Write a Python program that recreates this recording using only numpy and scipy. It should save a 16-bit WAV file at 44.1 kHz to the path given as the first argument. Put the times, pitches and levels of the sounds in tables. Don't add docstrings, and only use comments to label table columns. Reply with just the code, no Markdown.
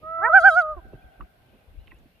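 import sys
import numpy as np
from scipy import signal
from scipy.io import wavfile
from scipy.ndimage import uniform_filter1d, minimum_filter1d

SR = 44100
rng = np.random.default_rng(int(sys.argv[2]) if len(sys.argv) > 2 else 0)


def rack_gain(trim_db):
    fader = np.asarray(trim_db, float)
    return 10 ** (fader / 20)


def pcm_store(signal):
    levels = np.round(np.clip(np.atleast_2d(signal), -1, 1) * 32767)
    wavfile.write(sys.argv[1], SR, levels.astype(np.int16).T)


N = 97020
T = np.arange(N) / SR
SIDES = np.array([[1], [-1]])


def band(x, lo_hz, hi_hz):
    return signal.sosfilt(signal.butter(2, [lo_hz, min(hi_hz, .45 * SR)], "band", fs=SR, output="sos"), x)


def unit(x):
    return x / np.sqrt(np.mean(x ** 2))


def walk(rate_hz):
    k = int(SR / rate_hz)
    return unit(uniform_filter1d(uniform_filter1d(rng.standard_normal(N), k), k))


# [hz, level_db per Hz]
LAKE_SPECTRUM = [(100, 2), (300, -8), (700, -9), (1100, -21), (2700, -19), (4200, -27.5), (7300, -41.5),
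                 (11500, -30), (14000, -30)]


def lake():
    level_db, wide_hz, top_left_db = -62.5, 1300, 4
    table_hz, table_db = np.array(LAKE_SPECTRUM).T
    out, swell = 0, walk(6.7)
    for hz in 100 * 2 ** np.arange(0, 7.1, 1 / 3):
        mid, side = unit(band(rng.standard_normal((2, N)), hz / 2 ** (1 / 6), hz * 2 ** (1 / 6)))
        db = np.interp(np.log(hz), np.log(table_hz), table_db) + 10 * np.log10(hz)
        db = db + (swell + 2.1 * walk(19)) * min(1500 / hz, 1)
        db = db + (hz > 7500) * top_left_db * SIDES / 2
        width = np.clip(hz / wide_hz, .3, 1)
        out = out + rack_gain(db) * (mid + width * side * SIDES)
    return rack_gain(level_db) * out / np.sqrt(np.mean(out.mean(axis=0) ** 2))


# [centre_s, half_length_s, level_db, rattle_db above the low push]
GUSTS = [(0.049, 0.32, -57, -6.5), (0.25, 0.11, -53.5, -17), (0.328, 0.067, -52.5, -14),
         (0.444, 0.076, -45, -11.5), (0.557, 0.1, -53.5, -14), (0.697, 0.081, -50.5, -17.5),
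         (0.761, 0.056, -37, -31), (0.865, 0.077, -44.5, -13), (0.944, 0.028, -50, 0.5),
         (0.982, 0.035, -52.5, -7), (1.067, 0.054, -50.5, -12), (1.221, 0.052, -44.5, -7),
         (1.534, 0.078, -64, 3.5), (1.715, 0.053, -49, -25.5), (1.79, 0.049, -41, -36),
         (1.905, 0.12, -52, -17.5), (2.018, 0.081, -58, -7)]


def wind():
    wind_hz, wind_side, rattle_side, left_db, calm_db = 53, .75, .3, -.5, -67.5
    mid, side = rng.standard_normal((2, N))
    air = mid + wind_side * side * SIDES
    low = unit(band(band(air, .55 * wind_hz, 1.364 * wind_hz), 22, 87))
    rattle = unit(band(mid + rattle_side * side * SIDES, 100, 380))
    push, shake = rack_gain(calm_db), 0
    for centre, half, db, rattle_db in GUSTS:
        puff = np.cos(np.clip((T - centre) / half, -1, 1) * np.pi / 2) ** 2
        push = push + rack_gain(db) * puff
        shake = shake + rack_gain(db + rattle_db) * puff
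    shake = shake * rack_gain(4 * walk(60))
    return (push * low + shake * rattle) * rack_gain((1.7 * walk(4) + left_db / 2) * SIDES)


# [start_s, length_s, from_hz, to_hz, level_db]
CHIRPS = [(0.928, 0.021, 2570, 2720, -61.5), (0.953, 0.052, 3020, 3320, -70),
          (1.015, 0.025, 2370, 2500, -64), (1.033, 0.039, 3550, 3110, -71), (0.986, .025, 3253, 3400, -72),
          (.99, 0.04, 2620, 2640, -71), (1.09, 0.042, 3250, 3160, -73.5), (1.105, .035, 2890, 2629, -73),
          (1.125, .035, 3232, 3500, -74), (1.149, 0.04, 2840, 2530, -75), (1.48, .03, 2900, 3050, -73),
          (1.52, .035, 2850, 3350, -73.5), (1.5, 0.071, 2450, 2570, -71.5), (1.571, 0.021, 2796, 2730, -72),
          (1.581, 0.058, 2750, 2300, -71.5), (1.755, .03, 2200, 2300, -75), (1.775, .02, 2700, 2768, -72.5),
          (1.835, 0.032, 2850, 2800, -74), (1.854, .02, 4200, 3820, -74), (1.96, 0.027, 2880, 2910, -68),
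          (2.148, .03, 2750, 2798, -68), (2.175, 0.027, 3080, 3220, -77), (1.719, 0.037, 2890, 2512, -70.5),
          (1.788, 0.034, 3700, 4230, -71), (1.791, .05, 2936, 2910, -66), (1.889, 0.05, 2960, 2490, -59.5),
          (1.927, 0.046, 2470, 2770, -66), (2.102, 0.041, 2760, 2690, -73)]


def songbirds():
    out = 0
    for start, length, from_hz, to_hz, db in CHIRPS:
        u = np.clip((T - start) / length, 0, 1)
        hz = (from_hz + (to_hz - from_hz) * u) * (1 + .014 * walk(90))
        phase = 2 * np.pi * np.cumsum(hz) / SR
        out = out + rack_gain(db + 2.1 * walk(120)) * np.sin(np.pi * u) * np.sin(phase + .4 * SIDES)
    return out


# [start_s, peak_db, ring_hz, t60_s, left_minus_right_db]
KNOCKS = [(.883, -66.5, 7040, .01, 4), (.921, -52, 626, 0.031, -9), (.929, -44.5, 630, 0.028, -10),
          (0.934, -31, 425, 0.032, -3.5), (0.932, -37.5, 144, 0.13, 4), (0.948, -69, 425, 0.029, -2),
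          (1.201, -57.5, 1269, 0.025, 28), (1.207, -36, 1156, 0.029, -10.5), (1.21, -48, 2740, 0.013, 1),
          (1.21, -43, 1890, 0.01, -8), (1.214, -44, 291, 0.059, -1.5), (1.221, -47.5, 1250, 0.028, 12),
          (1.877, -49.5, 2080, .015, -10), (1.985, -68, 6700, 0.028, 6), (1.872, -48, 3030, 0.023, -5.5),
          (1.878, -45, 2690, 0.015, -7), (1.879, -57.5, 1100, 0.036, -6), (1.912, -42.5, 2540, 0.012, 4.5),
          (1.917, -43, 1934, 0.022, -10), (1.916, -53.5, 1050, 0.067, -9), (1.928, -49, 327, 0.075, 7),
          (1.945, -54, 11030, 0.0071, 1.5), (2.055, -47.5, 290.6, 0.074, -0.5)]


def hull():
    out = 0
    for start, db, hz, t60, pan_db in KNOCKS:
        t = np.clip(T - start, 0, None)
        shape = np.exp(-np.log(1000) * t / t60) * (1 - np.exp(-(t / .001) ** 2))
        ring = min(hz / 900, 1) * np.sin(2 * np.pi * hz * t)
        rattle = unit(band(band(rng.standard_normal(N), .7 * hz, 1.22 * hz), .6 * hz, 1.3 * hz))
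        out = out + rack_gain(db + 2.5 + pan_db * SIDES / 2) * shape * (ring + .45 * rattle)
    return out


def echoes(x):
    water, shore = rng.standard_normal((2, 2, N))
    shore = unit(band(shore, 430, 720) + rack_gain(-12.5) * band(shore, 1100, 1700)) * rack_gain(2.5 * walk(12))
    tail = 0
    for noise, db, t60_s, rise_s in [(water, -31, .38, .06), (shore, -50, 3.6, .3)]:
        fade = np.exp(-np.log(1000) * T / t60_s) * np.clip(T / rise_s, 0, 1)
        tail = tail + rack_gain(db) * noise * fade / np.sqrt(np.sum(fade ** 2))
    return signal.fftconvolve(x.mean(axis=0)[None], tail)[:, :N]


def curve(rows):
    s, hz, db = np.array(rows).T
    k = int(.009 * SR)
    return uniform_filter1d(np.interp(T, s, hz), k), uniform_filter1d(np.interp(T, s, db, -140, -140), k)


def voice(hz, partials_db, ears):
    hz = hz * (1 + .0015 * walk(150))
    phase, out = 2 * np.pi * np.cumsum(hz) / SR, 0
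    ear_hz, ear_db, ear_lead = np.array(ears).T
    for k, db in enumerate(partials_db, 1):
        at = np.log(k * hz)
        pan_db = np.interp(at, np.log(ear_hz), ear_db) * SIDES / 2
        lead = np.interp(at, np.log(ear_hz), ear_lead) * SIDES / 2
        rasp = 1 + rack_gain(-32) * k * walk(120)
        out = out + rack_gain(db + pan_db) * rasp * np.cos(k * phase + lead)
    return out


# [time_s, pitch_hz, level_db]
WAIL = [
    (.008, 614, -64),
    (.035, 623.6, -39),
    (.06, 632, -34.5),
    (.1, 649.8, -31.5),
    (.15, 659.5, -29.5),
    (.3, 657, -25),
    (.37, 658.2, -29),
    (.48, 640.7, -28.5),
    (.56, 640, -59),
]
WAIL_PARTIALS_DB = [-5.5, 3.5, -20, -48]
# [hz, left_minus_right_db, left_lead_rad]
FAR_EARS = [(640, 1.1, 0.2), (1300, -6, 1.2), (1920, -8.5, 0.27), (2684, -20, 6.5)]


def far_loon():
    hz, db = curve(WAIL)
    below_peak = db - db.max()
    parts = [db + p + 10 * min(k, 2) * below_peak / 20 for k, p in enumerate(WAIL_PARTIALS_DB)]
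    return voice(hz, parts, FAR_EARS)


# [time_s, pitch_hz, level_db]
CLIMB = [
    (.165, 358, -67.5),
    (.18, 358, -41.5),
    (.205, 331.2, -36),
    (.22, 372, -31),
    (.24, 425.6, -22),
    (.255, 460.6, -20),
    (.272, 483.2, -23.5),
    (.286, 511, -20),
    (.296, 514.1, -60),
]
# [time_s, pitch_hz, level_db]
DROP = [
    (.758, 391.7, -63),
    (.77, 374, -42.5),
    (.782, 350.4, -43),
    (.8, 319, -52),
    (.812, 317, -87.5),
]
CLIMB_PARTIALS_DB = [-15, 0.5, -1, 2.5, -15.5, -38, -56]
DROP_PARTIALS_DB = [-0.5, -0.5, -1.5, -16.5, -26]
# [hz, left_minus_right_db, left_lead_rad]
NEAR_EARS = [(400, 1, -0.55), (640, 1, -0.46), (740, 2, -1.05), (940, -8.5, -0.082), (1230, -2, 0.1),
             (1430, -5.5, -.6), (1700, -4.5, -.2), (2300, -5.5, 0.79), (4795, -6, 1.6)]


def near_loon_low():
    hz, db = curve(CLIMB)
    below_peak = db - db.max()
    shut_db = -1900 * np.clip(T - .266, 0, None)
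    parts = [db + p + 4.5 * k * below_peak / 20 + (k > 2) * shut_db for k, p in enumerate(CLIMB_PARTIALS_DB)]
    climb = voice(hz, parts, NEAR_EARS)
    hz, db = curve(DROP)
    return climb + voice(hz, [db + p for p in DROP_PARTIALS_DB], NEAR_EARS)


# [centre_hz, width_hz, level_db]
THROAT = [(3300, 400, -29), (3880, 250, -33.5), (4620, 350, -31), (5250, 550, -31.5), (6350, 550, -35),
          (7060, 450, -42.5), (8200, 500, -48.5), (9250, 600, -40), (9850, 400, -45), (10350, 310, -42),
          (11600, 270, -44.5)]


def throat_db(hz):
    return 10 * np.log10(sum(rack_gain(2 * g) / (1 + (2 * (hz - c) / w) ** 2) ** 2 for c, w, g in THROAT))


# [time_s, pitch_hz, level_db]
HOLD = [
    (.286, 628.3, -31.5),
    (.298, 628.9, -20.5),
    (.42, 650.2, -21),
    (.54, 640, -20.5),
    (.635, 626.4, -25),
    (.675, 614.7, -27),
    (.71, 622.3, -26.5),
    (.735, 602.5, -32),
    (.768, 565.4, -57),
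]
# [centre_s, half_length_s, pitch_lift_hz, harshness_db]
BEATS = [
    (0.363, 0.047, 148, 0),
    (.469, 0.046, 148, 4),
    (0.586, 0.042, 98.7, -2.5),
]
# [rest_db, full_beat_gain_db]
HOLD_PARTIALS = [(-3, 13.5), (-0.5, 17.5), (-42.5, 30.5), (-52, 31), (1.5, -11), (2.5, -1.5), (-1, 1.5),
                 (-8, 7), (-4, 6.5), (-5.5, -10.5), (-3.5, 0), (0.5, 1), (0.5, 1), (-0.5, -1), (-1.5, 2),
                 (-1, 0.5)]


def near_loon_tremolo():
    hz, db = curve(HOLD)
    lift = 0
    for centre, half, up_hz, _ in BEATS:
        lift = lift + up_hz * np.cos(np.clip((T - centre) / half, -1, 1) * np.pi / 2).clip(0) ** 1.3
    lift = uniform_filter1d(lift, int(.002 * SR))
    full_lift_hz, bright_to_s, patchy_db = 148, .625, 3.5
    effort = lift / full_lift_hz
    late = np.interp(T - .006, T, lift) / full_lift_hz
    swell = (effort ** 2 * (3 - 2 * effort)) ** 1.15
    harsh_db = np.interp(T, [b[0] + .016 for b in BEATS], [b[3] for b in BEATS])
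    dull_db = 28 * np.clip(np.minimum(T - .335, bright_to_s - T) / .018, -1, 0)
    cold_db = 14 * np.clip((T - .4) / .04, -1, 0)
    flare_db = 6 * (np.interp(T - .02, T, effort) - effort) + harsh_db + cold_db
    slack_db = -7 * np.clip(1 - late / .4, 0, 1) * (T < bright_to_s)
    parts = []
    for k, (rest_db, beat_db) in enumerate(HOLD_PARTIALS):
        level = db + rest_db + beat_db * (swell if k < 2 else late ** .75)
        if k in (2, 3):
            level = level + patchy_db / 2 * walk(46) + (k - 1) * slack_db
        if k > 3:
            level = level + throat_db((k + 1) * (hz + lift)) + patchy_db * walk(50)
            level = level + dull_db + flare_db * np.clip((k - 5) / 4, 0, 1)
        parts.append(level)
    breath = unit(band(rng.standard_normal((2, N)), 3300, 10000))
    breath_db = db - 48.5 + 8 * late + flare_db + dull_db
    return voice(hz + lift, parts, NEAR_EARS) + rack_gain(breath_db) * breath


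def scene():
    birds = far_loon() + near_loon_low() + near_loon_tremolo()
    return lake() + wind() + songbirds() + hull() + echoes(birds) + birds


def band_limit(x):
    return signal.sosfilt(signal.butter(12, 15680, fs=SR, output="sos"), x)


# [time_s, level_db]
TICKS = [
    (0.326, -56.5),
    (.335, -53),
    (0.3445, -39.5),
    (.355, -49),
    (.456, -46),
]


def record(dry):
    loud = uniform_filter1d(np.abs(dry).max(axis=0), size=5000, origin=2400)
    top = signal.sosfiltfilt(signal.butter(8, 11200, "high", fs=SR, output="sos"), dry)
    x = dry - top * np.clip((loud / rack_gain(-25) - 1) / 2, 0, 1)
    room = np.minimum(1, .99 / np.maximum(np.abs(x).max(axis=0), 1e-9))
    x = x * uniform_filter1d(minimum_filter1d(room, size=401), size=200)
    x = signal.sosfiltfilt(signal.ellip(10, .1, 40, 14500, fs=SR, output="sos"), x)
    for s, db in TICKS:
        x[1, int(s * SR)] -= rack_gain(db)
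    return band_limit(x)


dry = scene()
out = record(dry)
pcm_store(out)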